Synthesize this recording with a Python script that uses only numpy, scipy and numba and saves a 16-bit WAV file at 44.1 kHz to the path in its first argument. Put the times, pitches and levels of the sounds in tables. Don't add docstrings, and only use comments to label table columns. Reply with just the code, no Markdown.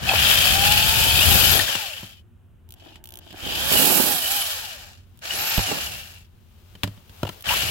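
import sys
import numpy as np
from scipy import signal
from scipy.fft import rfft, irfft, next_fast_len
from scipy.io import wavfile
from scipy.ndimage import uniform_filter1d
from numba import njit

SR = 44100
rng = np.random.default_rng(int(sys.argv[2]) if len(sys.argv) > 2 else 0)


def wrap_up_sound(samples):
    columns = np.atleast_2d(samples).T
    tamed = np.clip(columns, -1, 1)
    steps = np.round(tamed * 32767).astype(np.int16)
    wavfile.write(sys.argv[1], SR, steps)


N = 339570
TIME_S = np.arange(N) / SR

# (frequency [Hz], level per Hz [dB])
ROOM_SPECTRUM = [(12, -40), (20, -17.5), (49, -9.5), (88, -10.5), (107, -12), (123, -18), (241, -20.5),
                 (277, -31.5), (357, -25.5), (446, -36), (1120, -41), (1440, -40.5), (2080, -48),
                 (3000, -44.5), (4500, -60.5), (8650, -57), (16000, -56)]
# (time [s], level [dB])
RUSTLE_LEVEL = [(4.95, -70.5), (5.18, -63), (6.3, -67), (6.5, -62.5), (6.7, -58), (6.95, -54),
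                (7.05, -57.5), (7.18, -49.5), (7.33, -45.5), (7.42, -50.5)]
# (frequency [Hz], level per Hz [dB])
RUSTLE_SPECTRUM = [(400, 3), (800, 0.5), (1200, -1), (2000, -3.5), (3000, 1), (5000, -5.5), (9000, -11),
                   (15000, -5.5)]

# (time [s], level [dB], frequency [Hz], t60 [s])
MIC_BUMPS = [(5.58, -12, 42.7, 0.087), (7.241, -19, 123, 0.022)]
# (time [s], clack [dB], clack tilt [dB/octave], snap [dB], thump [dB], L-R [dB])
PLASTIC_KNOCKS = [(1.592, -19, -6, -10, -33, 12), (1.689, -28, 5, -19, -44, 1),
                  (1.753, -21, -4, -18.5, -39, 8), (2.03, -31.5, -7, -53, -40, 1),
                  (2.957, -39.5, 6, -41, -56, -3), (3.306, -47, 3, -40, -51, -7),
                  (3.327, -40, -5, -40, -51, -3), (5.5766, -9.5, -0.5, -19, -22.5, -13),
                  (5.591, -13.5, -5, -23, -39, -2), (6.752, -35, 4, -43, -48, 2),
                  (6.8338, -22.5, -7, -16.5, -37, 6), (6.84, -18.5, -5.5, -27, -26.5, -3),
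                  (6.875, -31, -6, -35.5, -33.5, 2), (6.976, -40, 0, -54, -50, 0),
                  (7.095, -53, -3, -43, -49, 1), (7.2314, -12, -6, -28, -28.5, 1.5),
                  (7.251, -18, -5.5, -37, -59, -3), (7.268, -20, 2, -35, -56, 14),
                  (7.275, -20, -2, -34, -62, 9), (7.291, -15.5, 0, -29.5, -39, 4)]
# (frequency [Hz], level [dB], t60 [s])
PANEL_MODES = [(48, -19, 0.21), (102.2, 3, 0.23), (137.6, -3, 0.15), (186.6, 4.5, 0.09), (275, -3.5, 0.14),
               (396, -9, 0.081), (550, -16, 0.075), (595, -13, 0.12)]
# (frequency [Hz], level [dB], t60 [s])
CLACK_MODES = [(372, -12, 0.028), (653, 2, 0.015), (953, -1, 0.02), (1380, -7, 0.032), (1750, -10.5, .02),
               (2440, -7, 0.013), (2980, 5, 0.014), (3450, -19, .016), (4020, -16, 0.012),
               (5030, -23, 0.02)]
# (frequency [Hz], level per Hz [dB])
SNAP_SPECTRUM = [(500, 2.5), (950, 1.5), (1300, -1.5), (1800, 5.5), (2100, 1), (2900, 6.5), (4000, 1.5),
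                 (5000, -1), (5800, -9.5), (7600, -4.5), (9000, -12.5), (14000, -7)]
SNAP_T60_S, SNAP_TAIL_T60_S, SNAP_TAIL_DB = 0.026, 0.19, -20
CONTACT_S, CONTACT_RISE_DB = 0.0012, 0.5

MAINS_HZ = 60
MAINS_PHASE_CYCLES = .44
# (first [s], last [s], level [dB])
TICK_RUNS = [(2.690, 2.690, -37), (2.7065, 2.7395, -29), (3.040, 3.189, -27), (5.174, 5.191, -37),
             (7.408, 7.424, -28)]
# (frequency [Hz], level per Hz [dB])
TICK_SPECTRUM = [(400, -7), (800, 1), (1900, -37), (2450, 0), (3000, 13), (4500, 1.5), (7500, 2.5),
                 (9000, -0.5), (12000, 7.5), (15000, 9.5)]
# (time [s], level [dB])
STRAIN_LEVEL = [(2.7, -67.5), (2.86, -50.5), (3.0, -62), (3.1, -60), (3.3, -51), (3.45, -45), (3.55, -54)]
# (frequency [Hz], width per pass [Hz], level [dB])
BODY_MODES = [(320, 150, 13), (625, 320, 10), (1530, 400, 1.5), (2920, 320, 0.5)]
# (frequency [Hz], width per pass [Hz], level [dB])
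HUM_MODES = [(368, 52, -68), (873, 67, -69)]
HUM_START_S, HUM_END_S = 2.69, 3.32
GRIND_PER_S, GRIND_T60_S = 130, 0.017
GRIND_SMOOTH = .5

# (from [s], to [s], buffet [dB], rush [dB], L-R [dB])
AIR_GUSTS = [(0.0, 0.49, -28, -43.5, 2), (0.466, 1.568, -25, -39, 12), (1.246, 1.364, -19, -29, 22),
             (1.505, 1.56, -30, -28.5, 24), (3.414, 3.72, -35.5, -39, -20), (3.691, 3.755, -30.5, -26, -31),
             (3.766, 3.993, -56, -25.5, -37), (3.964, 4.122, -55, -30, -36), (4.114, 4.408, -57, -49, -22),
             (5.307, 5.566, -48, -44.5, 5), (5.657, 5.748, -42, -32.5, -8), (5.776, 5.983, -42, -53, -3.5),
             (7.452, 7.7, -34.5, -43.5, -1.5)]
GUST_ATTACK_S, GUST_RELEASE_S = .035, 0.046
# (frequency [Hz], level per Hz [dB])
BUFFET_SPECTRUM = [(12, -50.5), (20, -21), (75, 4), (115, -3), (220, -12), (290, -26), (480, -120)]
# (frequency [Hz], level per Hz [dB])
RUSH_SPECTRUM = [(90, -13.5), (170, -1), (330, -1.5), (520, -4), (800, -5), (1400, -16)]

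# (start [s], start pitch [Hz], end pitch [Hz], length [s], level [dB])
SHAFT_SQUEALS = [(0.07, 764, 803, 0.1, -31), (1.205, 2730, 2930, 0.043, -21.5),
                 (1.255, 3380, 3040, 0.08, -28), (1.516, 3300, 3620, 0.024, -33.5),
                 (1.592, 1940, 1690, 0.012, -29), (1.609, 2910, 3020, 0.012, -32),
                 (1.68, 1690, 1680, 0.0065, -30), (3.756, 2990, 2860, 0.032, -24.5),
                 (4.211, 2920, 3070, 0.091, -36.5), (4.343, 3040, 2970, 0.12, -36.5),
                 (5.295, 2800, 2970, 0.048, -32.5), (5.428, 2940, 2740, 0.045, -39),
                 (5.49, 2354, 2620, 0.076, -40.5), (5.633, 3100, 2670, 0.11, -36.5),
                 (5.765, 2790, 2770, 0.027, -40), (7.482, 2870, 2800, 0.02, -29.5),
                 (7.495, 848, 1100, 0.053, -32), (7.68, 2880, 2900, 0.018, -33)]
# (time [s], level [dB])
BITE_LEVEL = [(.08, -25), (.25, -29), (.6, -26.5), (.76, -21), (1.0, -26.5), (1.15, -23), (1.4, -25),
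              (1.6, -42.5), (1.63, -38)]
# (frequency [Hz], width before BIT_WIDENING [Hz], level [dB])
BIT_MODES = [(2563, 240, 5.5), (3067, 130, 2), (3265, 130, 4), (3530, 68, -1), (4390, 290, -1.5),
             (4840, 200, -4.5)]
BIT_WIDENING = 1.1
CHIPS_PER_S, CHIP_SPREAD_DB, CHIP_T60_S = 420, 4.5, .012

# (pressed [s], eased [s], gear tone the motor heads for [Hz], lag [s])
TRIGGER_PULLS = [(-.08, 1.19, 476, .38), (1.19, 1.49, 932, .1), (2.75, 2.945, 58, .06),
                 (3.2, 3.31, 95, .04), (3.34, 3.75, 795, .29), (3.75, 4.04, 1000, .15),
                 (4.24, 4.36, 934, .1), (5.21, 5.54, 945, .095), (7.43, 7.7, 470, .13)]
FRICTION_HZ_PER_S, DRAG_PER_S = 845, .95
FULL_HZ, CRAWL_HZ, STICK_HZ = 900, 55, 48
# (time [s], gain [dB])
LOAD_GAIN = [(0, 8.5), (.07, 15.5), (.27, 17), (.6, 12), (1.17, 9), (1.28, 5.5), (1.45, 6), (1.6, 4.5),
             (1.65, 4), (1.85, 2), (2.15, -2.5), (2.87, -2.5), (3.38, -3.5), (3.75, 4), (4.0, -2.5),
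             (4.95, -2), (5.21, -1), (5.245, -1), (5.3, -1.5), (5.7, 1), (5.82, 0.5), (6.02, -4),
             (6.15, -1.5), (7.43, 5), (7.445, 12), (7.465, 15), (7.49, 17), (7.7, 3)]
# (time [s], extra hiss before each part's share [dB], L-R [dB])
VENT_AIM = [(0, -0.5, -0.5), (1.25, 3.5, 1.5), (1.57, 2, 8), (1.66, 0, -0.5), (2.2, 5, -3),
            (3.64, 3.5, -9.5), (3.74, 6, -11), (3.97, 8.5, -15.5), (4.37, 6, -6), (4.75, 1.5, 2.5),
            (5.3, 0.5, 0.5), (5.53, 0, 2), (5.66, -0.5, -3), (6.0, 4.5, 4), (7.48, -0.5, -0.5),
            (7.7, 2.5, 2)]
# (full speed [dB], speed slope [dB/octave], full torque [dB], load share, vent hiss share)
GEAR_GAIN_LAW = (-36.5, 8, 11, 1.0864, 0.3058)
SHELL_GAIN_LAW = (-32, 6.5, -3, 1.36, 0.71)
BRUSH_GAIN_LAW = (-31.5, 9.5, 3, 1.3851, 1.88)
FAN_GAIN_LAW = (-31, 8.5, 4, 1.0058, .5)
# (time [s], L-R [dB])
GEARBOX_PAN = [(0, 13.5), (1.2, 10.5), (1.6, 20.5), (2.1, 6), (3.6, 5.5), (4.4, 8), (5.7, 3.5), (7.5, 8)]
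GEARBOX_SHARE, VENT_SHARE = 0.28, 0.16
# (frequency [Hz], level per Hz [dB])
GEAR_SPECTRUM = [(200, -15.5), (420, -10.5), (620, -1.5), (800, -1), (1030, -7), (1200, -3.5), (1380, -0.5),
                 (1600, 2), (1850, 1.5), (2100, -0.5), (2400, 3), (3900, -5), (5000, -16)]
# (frequency [Hz], level per Hz [dB])
BRUSH_SPECTRUM = [(5000, -25.5), (7800, -3), (8900, -5.5), (10300, -1.5), (11600, 2.5), (12700, 1),
                  (14000, -3), (16000, -1)]
# (frequency [Hz], level per Hz [dB])
FAN_SPECTRUM = [(3300, -7), (4100, 0), (4500, -1.5), (5200, -1), (6200, -5), (7000, -3.5), (7700, -5.5),
                (8800, -17.5), (10000, -18.5)]
# (multiple of speed [ratio], level [dB], flutter [dB])
GEAR_ORDERS = [(.62, -11, 4), (1, 1, 2.5), (1.6, -8, 5), (1.93, -10, 5), (2, 0.5, 2.6), (3, -7, 5),
               (4, -5, 5), (4.63, -9, 5), (5.95, -8, 5)]
# (frequency [Hz], gain [dB])
HOUSING_RESPONSE = [(150, -34), (400, -30), (480, -15), (580, -4), (680, -4.5), (790, 1.5), (870, -3),
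                    (940, -6), (1020, -13), (1130, -9), (1300, -20), (1600, -15), (1780, -26), (2150, -30),
                    (2600, -23), (2950, -14), (3300, -24), (3500, -24), (5000, -11)]
BREAKUP_HZ, BREAKUP_DB = 950, 4.5
# (time [s], gain before torque loss [dB])
SING_GAIN = [(.3, -7), (.48, -2), (.61, 6), (.8, 4.5), (.98, 0.5), (1.17, 1.5), (1.3, 0), (1.45, -3),
             (1.7, -1), (1.9, 4), (2.1, 5), (3.5, -2), (3.66, 4), (3.8, -4), (4.0, -3), (4.12, 4.5),
             (4.38, 3), (4.6, 2), (4.9, 7), (5.3, -4), (5.42, 1), (5.53, -2), (5.62, 1.5), (5.8, -4),
             (5.95, -1), (7.5, -8)]
SING_LOSS_DB = 1.5
# (frequency [Hz], width per pass [Hz], level [dB])
SHELL_MODES = [(2510, 155, 1.5), (2780, 260, 2), (3028, 390, 7), (3280, 900, 2.5), (4530, 540, -2.5)]
# (time [s], gain [dB], pitch factor [ratio])
SHELL_GRIP = [(.3, 0.5, 1.0), (.6, -3, 1.01), (1.1, 1, 1.02), (1.55, 0.5, 1.01), (1.9, 3, .98),
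              (3.5, 7.5, 1.01), (3.95, -6, .99), (4.2, 0.5, 1.02), (4.42, -0.5, 1.01), (4.6, -2, 1.0),
              (5.4, -7.5, .94), (5.9, -0.5, .96), (7.5, 0.5, .96)]
SHELL_WAVER, SHELL_FLICKER_DB = 0.022, 1.2
# (time [s], depth [0-1])
HOLLOW_DEPTH = [(1.6, .5), (2.2, 0), (4.5, 0.77), (5.2, 0.44), (6.1, 0.2), (7.5, 0.34)]
HOLLOW_HZ, HOLLOW_WIDTH_HZ = 2070, 240
CUTOFF_HZ = 15900


def amp(db):
    return 10 ** (np.asarray(db) / 20)


def rms_one(x):
    return x / np.sqrt(np.mean(x ** 2) + 1e-20)


def in_time(rows):
    times_s, *columns = np.transpose(rows)
    return [np.interp(TIME_S, times_s, c) for c in columns]


def in_span(rows):
    edge_s = .02
    start_s, end_s = rows[0][0], rows[-1][0]
    gate = np.interp(TIME_S, [start_s - edge_s, start_s, end_s, end_s + edge_s], [0, 1, 1, 0])
    return amp(in_time(rows)[0]) * gate


def at_hz(points, hz):
    f, db = np.transpose(points)
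    octave = np.log2(np.maximum(hz, 1))
    below = np.maximum(np.log2(f[0]) - octave, 0)
    above = np.maximum(octave - np.log2(f[-1]), 0)
    return amp(np.interp(octave, np.log2(f), db) - 20 * (below + above))


def coloured(x, spectrum):
    length = x.shape[-1]
    size = next_fast_len(length)
    shaped = rfft(x, size) * at_hz(spectrum, np.fft.rfftfreq(size, 1 / SR))
    return rms_one(irfft(shaped, size)[..., :length])


def noise(alike=0., size=N):
    mid, side = rng.standard_normal((2, size))
    return np.sqrt(1 + alike) * mid + np.sqrt(1 - alike) * side * np.array([[1], [-1]])


def drift(rate_hz):
    return rms_one(np.interp(TIME_S * rate_hz, np.arange(8192), rng.standard_normal(8192)))


def panned(side_db):
    gains = amp(np.array([[.5], [-.5]]) * side_db)
    return gains / np.sqrt(np.mean(gains ** 2, axis=0))


def resonance(x, hz, width_hz):
    r = np.exp(-np.pi * width_hz / SR)
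    zeros = np.array([1, 0, -1]) * (1 - r * r) / 2
    return signal.lfilter(zeros, [1, -2 * r * np.cos(2 * np.pi * hz / SR), r * r], x)


def twice_resonant(x, hz, width_hz):
    return resonance(resonance(x, hz, width_hz), hz, width_hz)


@njit
def moving_resonance(x, hz, width_hz):
    r = np.exp(-np.pi * width_hz / SR)
    y = np.zeros_like(x)
    for i in range(2, x.shape[1]):
        pull = 2 * r * np.cos(2 * np.pi * hz[i] / SR)
        for c in range(x.shape[0]):
            drive = (1 - r * r) / 2 * (x[c, i] - x[c, i - 2])
            y[c, i] = drive + pull * y[c, i - 1] - r * r * y[c, i - 2]
    return y


def dying(times_s, gains, t60_s):
    blows = np.zeros(N)
    blows[(np.asarray(times_s) * SR).astype(int)] = gains
    return signal.lfilter([1], [1, -amp(-60 / (t60_s * SR))], blows + 1e-18)


def mains_pulse():
    return np.cos(2 * np.pi * (MAINS_HZ * TIME_S - MAINS_PHASE_CYCLES))


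def background():
    room = amp(-53) * coloured(noise(0.53), ROOM_SPECTRUM)
    hum = amp(-53) * rms_one(twice_resonant(noise(0.78), 86., 22.))
    rough = noise(0.055) * amp(0.74 * drift(200))
    rustle = in_span(RUSTLE_LEVEL) * coloured(rough, RUSTLE_SPECTRUM) * panned(5.0)
    return room + hum + rustle


def bump():
    out = 0
    for start_s, db, hz, t60_s in MIC_BUMPS:
        age_s = np.clip(TIME_S - start_s, 0, 1)
        out = out + amp(db - 60 * age_s / t60_s) * np.sin(2 * np.pi * hz * age_s)
    return out


def clack(age_s, tilt_db, count=4):
    contacts = np.zeros(len(age_s))
    delays_s = np.cumsum(CONTACT_S * rng.uniform(.5, 1.5, count))
    at = ((delays_s - delays_s[0]) * SR).astype(int)
    contacts[at] = amp(CONTACT_RISE_DB * np.arange(count)) * rng.choice([-1, 1], count)
    out = 0
    for hz, db, t60_s in CLACK_MODES:
        detuned_hz = hz * (1 + .025 * rng.normal())
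        phase = 2 * np.pi * detuned_hz * age_s + rng.normal(0, .6, (2, 1))
        mode = amp(-60 * age_s / t60_s) * np.sin(phase)
        struck = signal.fftconvolve(mode, contacts[None], axes=1)[:, :len(age_s)]
        out = out + amp(db + tilt_db * np.log2(hz / 1500)) * rms_one(struck) * np.std(mode)
    return out


def thump(age_s, thump_db):
    out = 0
    for hz, mode_db, t60_s in PANEL_MODES:
        fade = amp(thump_db + mode_db + 2 * rng.normal() - 60 * age_s / t60_s)
        out = out + fade * np.sin(2 * np.pi * hz * age_s) * rng.choice([-1, 1])
    return out


def knocks():
    out, age_s = np.zeros((2, N)), TIME_S[:SR // 3]
    snap_tail = amp(SNAP_TAIL_DB - 60 * age_s / SNAP_TAIL_T60_S)
    snap_fade = amp(-60 * age_s / SNAP_T60_S) + snap_tail
    for start_s, clack_db, tilt_db, snap_db, thump_db, side_db in PLASTIC_KNOCKS:
        snap = amp(snap_db) * snap_fade * coloured(noise(0.052, size=len(age_s)), SNAP_SPECTRUM)
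        ring = amp(clack_db - 11) * clack(age_s, tilt_db)
        blow = (snap + thump(age_s, thump_db) + ring) * panned(side_db)
        at = int(start_s * SR)
        out[:, at:at + len(age_s)] += blow[:, :N - at]
    return out


def ticks():
    jolts = np.zeros((1, N))
    for first_s, last_s, db in TICK_RUNS:
        times_s = np.linspace(first_s, last_s, round(abs(last_s - first_s) * MAINS_HZ) + 1)
        jolts[0, (times_s * SR).astype(int)] = amp(db + 1.5 * rng.standard_normal(len(times_s)))
    age_s = TIME_S[:2048]
    fade = amp(-60 * age_s / .024) + amp(3 - 60 * age_s / .004)
    answer = fade * coloured(noise(size=2048), TICK_SPECTRUM)
    alike = signal.oaconvolve(jolts, answer, axes=1)[:, :N]
    fresh = signal.oaconvolve(jolts[0], fade)[:N] * coloured(noise(), TICK_SPECTRUM)
    return amp(-15) * (alike + fresh) * panned(-1.5)


def strain():
    times_s = np.flatnonzero(rng.random(N) < GRIND_PER_S / SR) / SR
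    forces = amp(4 * np.clip(rng.standard_normal(len(times_s)), -2, 1.7))
    grains = rms_one(dying(times_s, forces, GRIND_T60_S))
    grind = noise(0.23) * (grains + GRIND_SMOOTH)
    body = sum(amp(db) * twice_resonant(grind, hz, width_hz) for hz, width_hz, db in BODY_MODES)
    cycle = np.floor(MAINS_HZ * TIME_S - MAINS_PHASE_CYCLES)
    pulses = np.diff(cycle, prepend=-1) * amp(3 * drift(60))
    hum = sum(amp(db) * rms_one(twice_resonant(pulses, hz, width_hz)) for hz, width_hz, db in HUM_MODES)
    hum_gate = in_span([(HUM_START_S, 0), (HUM_END_S, 0)])
    return in_span(STRAIN_LEVEL) * rms_one(body) + hum * hum_gate


def draught():
    buffet_power, rush_power = 0, 0
    for start_s, end_s, buffet_db, rush_db, side_db in AIR_GUSTS:
        rise = np.clip((TIME_S - start_s) / GUST_ATTACK_S, 0, 1)
        fall = np.exp(-np.clip(TIME_S - end_s, 0, 1) / GUST_RELEASE_S)
        gust = rise * fall * panned(side_db)
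        buffet_power = buffet_power + (amp(buffet_db) * gust) ** 2
        rush_power = rush_power + (amp(rush_db) * gust) ** 2
    buffet = amp(-2.0) * np.sqrt(buffet_power) * coloured(noise(0.5), BUFFET_SPECTRUM)
    lumpy = noise(0.084) * amp(2.7 * drift(120))
    rush = amp(1.5) * np.sqrt(rush_power) * coloured(lumpy, RUSH_SPECTRUM)
    return buffet + rush


def squeals():
    out = np.zeros(N)
    for start_s, from_hz, to_hz, length_s, db in SHAFT_SQUEALS:
        part = np.clip((TIME_S - start_s) / length_s, 0, 1)
        pitch_hz = from_hz + (to_hz - from_hz) * part
        phase = 2 * np.pi * np.cumsum(pitch_hz) / SR + 1.1 * drift(330)
        out += amp(db) * np.sqrt(np.abs(np.sin(np.pi * part))) * np.sin(phase)
    return out * amp(6.0 + 3.9 * drift(200)) * panned(5.4)


def cutting():
    times_s = np.flatnonzero(rng.random(N) < CHIPS_PER_S / SR) / SR
    forces = amp(CHIP_SPREAD_DB * np.clip(rng.standard_normal(len(times_s)), -2, 1.7))
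    jerks = dying(times_s, forces, CHIP_T60_S)
    tearing = noise(0.05) * jerks * amp(1.5 * mains_pulse())
    ringing = 0
    for hz, width_hz, db in BIT_MODES:
        ringing = ringing + amp(db) * twice_resonant(tearing, hz, BIT_WIDENING * width_hz)
    return in_span(BITE_LEVEL) * rms_one(ringing) * panned(3.5)


def motor():
    speed_hz, torque = np.ones(N), np.zeros(N)
    brake_hz = FRICTION_HZ_PER_S / DRAG_PER_S
    for pressed_s, eased_s, goal_hz, lag_s in TRIGGER_PULLS:
        start_hz = speed_hz[max(int(pressed_s * SR), 0)]
        held_s = np.clip(TIME_S, pressed_s, eased_s) - pressed_s
        rising = goal_hz + (start_hz - goal_hz) * np.exp(-held_s / lag_s)
        decay = np.exp(-DRAG_PER_S * np.maximum(TIME_S - eased_s, 0))
        coasting = (rising + brake_hz) * decay - brake_hz
        speed_hz = np.where(TIME_S >= pressed_s, np.maximum(coasting, 1), speed_hz)
        pulling = (TIME_S >= pressed_s) & (TIME_S < eased_s)
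        torque = np.where(pulling, (1 - rising / goal_hz) ** 2, torque)
    return speed_hz, uniform_filter1d(torque, size=1000)


def part_gain(law, speed_hz, torque):
    full_db, octave_db, torque_db, load_share, vent_share = law
    db = full_db + octave_db * np.log2(np.maximum(speed_hz, CRAWL_HZ) / FULL_HZ)
    db = db + torque_db * torque
    db = db + load_share * in_time(LOAD_GAIN)[0] + vent_share * in_time(VENT_AIM)[0]
    return amp(db) * np.minimum(speed_hz / STICK_HZ, 1)


def meshing(turns, uneven_db, sharpness):
    force = amp(uneven_db * np.clip(rng.standard_normal(N), -3, 3))
    return rms_one(force[turns.astype(int)] * np.exp(-sharpness * (turns % 1)))


def tooth_errors(speed_hz, turns, count=112):
    steps, cycles = 8192, 8
    strengths = amp(3.5 * np.clip(rng.standard_normal(count), -2, 1.5))
    flaws = strengths * np.exp(2j * np.pi * rng.random((2, count)))
    one_round = rms_one(irfft(np.pad(flaws, ((0, 0), (1, 0))), steps))
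    at = (turns / cycles * steps).astype(int) % steps
    return one_round[:, at] * np.sqrt(2 * count * speed_hz / cycles / SR)


def gear_tones(speed_hz, turns, jitter_turns):
    out, sway = 0, jitter_turns * drift(70)
    for order, level_db, flutter_db in GEAR_ORDERS:
        cycles = order * (turns + sway) + rng.random()
        phase = 2 * np.pi * cycles + np.array([[.5], [-.5]])
        octaves = np.clip(np.log2(order * speed_hz / BREAKUP_HZ), 0, 1)
        depth_db = flutter_db + BREAKUP_DB * octaves
        flutter = depth_db * np.clip(.7 * drift(35) + .7 * drift(140), -2, 1.2)
        radiated = at_hz(HOUSING_RESPONSE, order * speed_hz)
        out = out + amp(level_db + flutter) * radiated * np.sin(phase)
    return out


def gearbox_shell(strikes):
    ring_db, pitch = in_time(SHELL_GRIP)
    out = 0
    for hz, width_hz, db in SHELL_MODES:
        centre_hz = hz * pitch * (1 + SHELL_WAVER * drift(16))
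        once = moving_resonance(strikes, centre_hz, float(width_hz))
        twice = moving_resonance(once, centre_hz, float(width_hz))
        out = out + amp(db + SHELL_FLICKER_DB * drift(18)) * twice
    return amp(ring_db) * rms_one(out)


def whine(speed_hz, turns):
    wander = .9 * drift(300) + .4 * np.array([drift(90), drift(90)])
    phase = 2 * np.pi * 14.66 * turns + wander
    near_full = np.clip((speed_hz - 630) / 150, 0, 1)
    return amp(6.5 + 3.5 * drift(110)) * near_full * np.sin(phase)


def drill():
    speed_hz, torque = motor()
    turns = np.cumsum(speed_hz) / SR
    gear_gain = part_gain(GEAR_GAIN_LAW, speed_hz, torque)
    shell_gain = part_gain(SHELL_GAIN_LAW, speed_hz, torque)
    brush_gain = part_gain(BRUSH_GAIN_LAW, speed_hz, torque)
    fan_gain = part_gain(FAN_GAIN_LAW, speed_hz, torque)
    vent_pan_db = in_time(VENT_AIM)[1]
    shell_pan_db = in_time(GEARBOX_PAN)[0]
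    gear_pan_db = GEARBOX_SHARE * shell_pan_db + VENT_SHARE * vent_pan_db
    fan_pan_db = 0.083 * shell_pan_db + 0.26 * vent_pan_db

    driven = uniform_filter1d((np.gradient(speed_hz) > 0) * 1., size=1000)
    throb = amp(0.8 * driven * mains_pulse() + drift(90))
    teeth = 1.09 * throb * meshing(turns, uneven_db=1.0, sharpness=0.67)
    flaws = 1.25 * throb * tooth_errors(speed_hz, turns + .02 * drift(80))
    rattle = amp(8.0) * coloured(noise(-0.17) * teeth + flaws, GEAR_SPECTRUM)
    strikes = (noise(-0.12) * teeth + flaws) * amp(1.9 * drift(140))
    fan = amp(2.5) * coloured(noise(-0.081) * teeth + 0.16 * flaws, FAN_SPECTRUM)
    commutation = throb * meshing(2 * turns, uneven_db=1.5, sharpness=0.8)
    brushes = coloured(noise(0.026) * commutation, BRUSH_SPECTRUM)
    sing = amp(in_time(SING_GAIN)[0] - SING_LOSS_DB * torque)
    tones = sing * gear_tones(speed_hz, turns, jitter_turns=.042)

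    gears = gear_gain * (rattle + tones) * panned(gear_pan_db)
    shell = shell_gain * gearbox_shell(strikes) * panned(shell_pan_db)
    air = fan_gain * fan * panned(fan_pan_db)
    hiss = brush_gain * brushes * panned(vent_pan_db)
    return gears + shell + air + hiss + gear_gain * whine(speed_hz, turns)


def scene():
    others = background() + bump() + knocks() + ticks() + strain() + draught() + squeals()
    tool = cutting() + drill()
    depth = np.clip(in_time(HOLLOW_DEPTH)[0], 0, 1)
    return others + tool - depth * resonance(tool, HOLLOW_HZ, HOLLOW_WIDTH_HZ)


def record(dry):
    lowpass = signal.ellip(12, .1, 80, CUTOFF_HZ, fs=SR, output="sos")
    return signal.sosfilt(lowpass, np.clip(dry, -1, 1))


dry = scene()
out = record(dry)
wrap_up_sound(out)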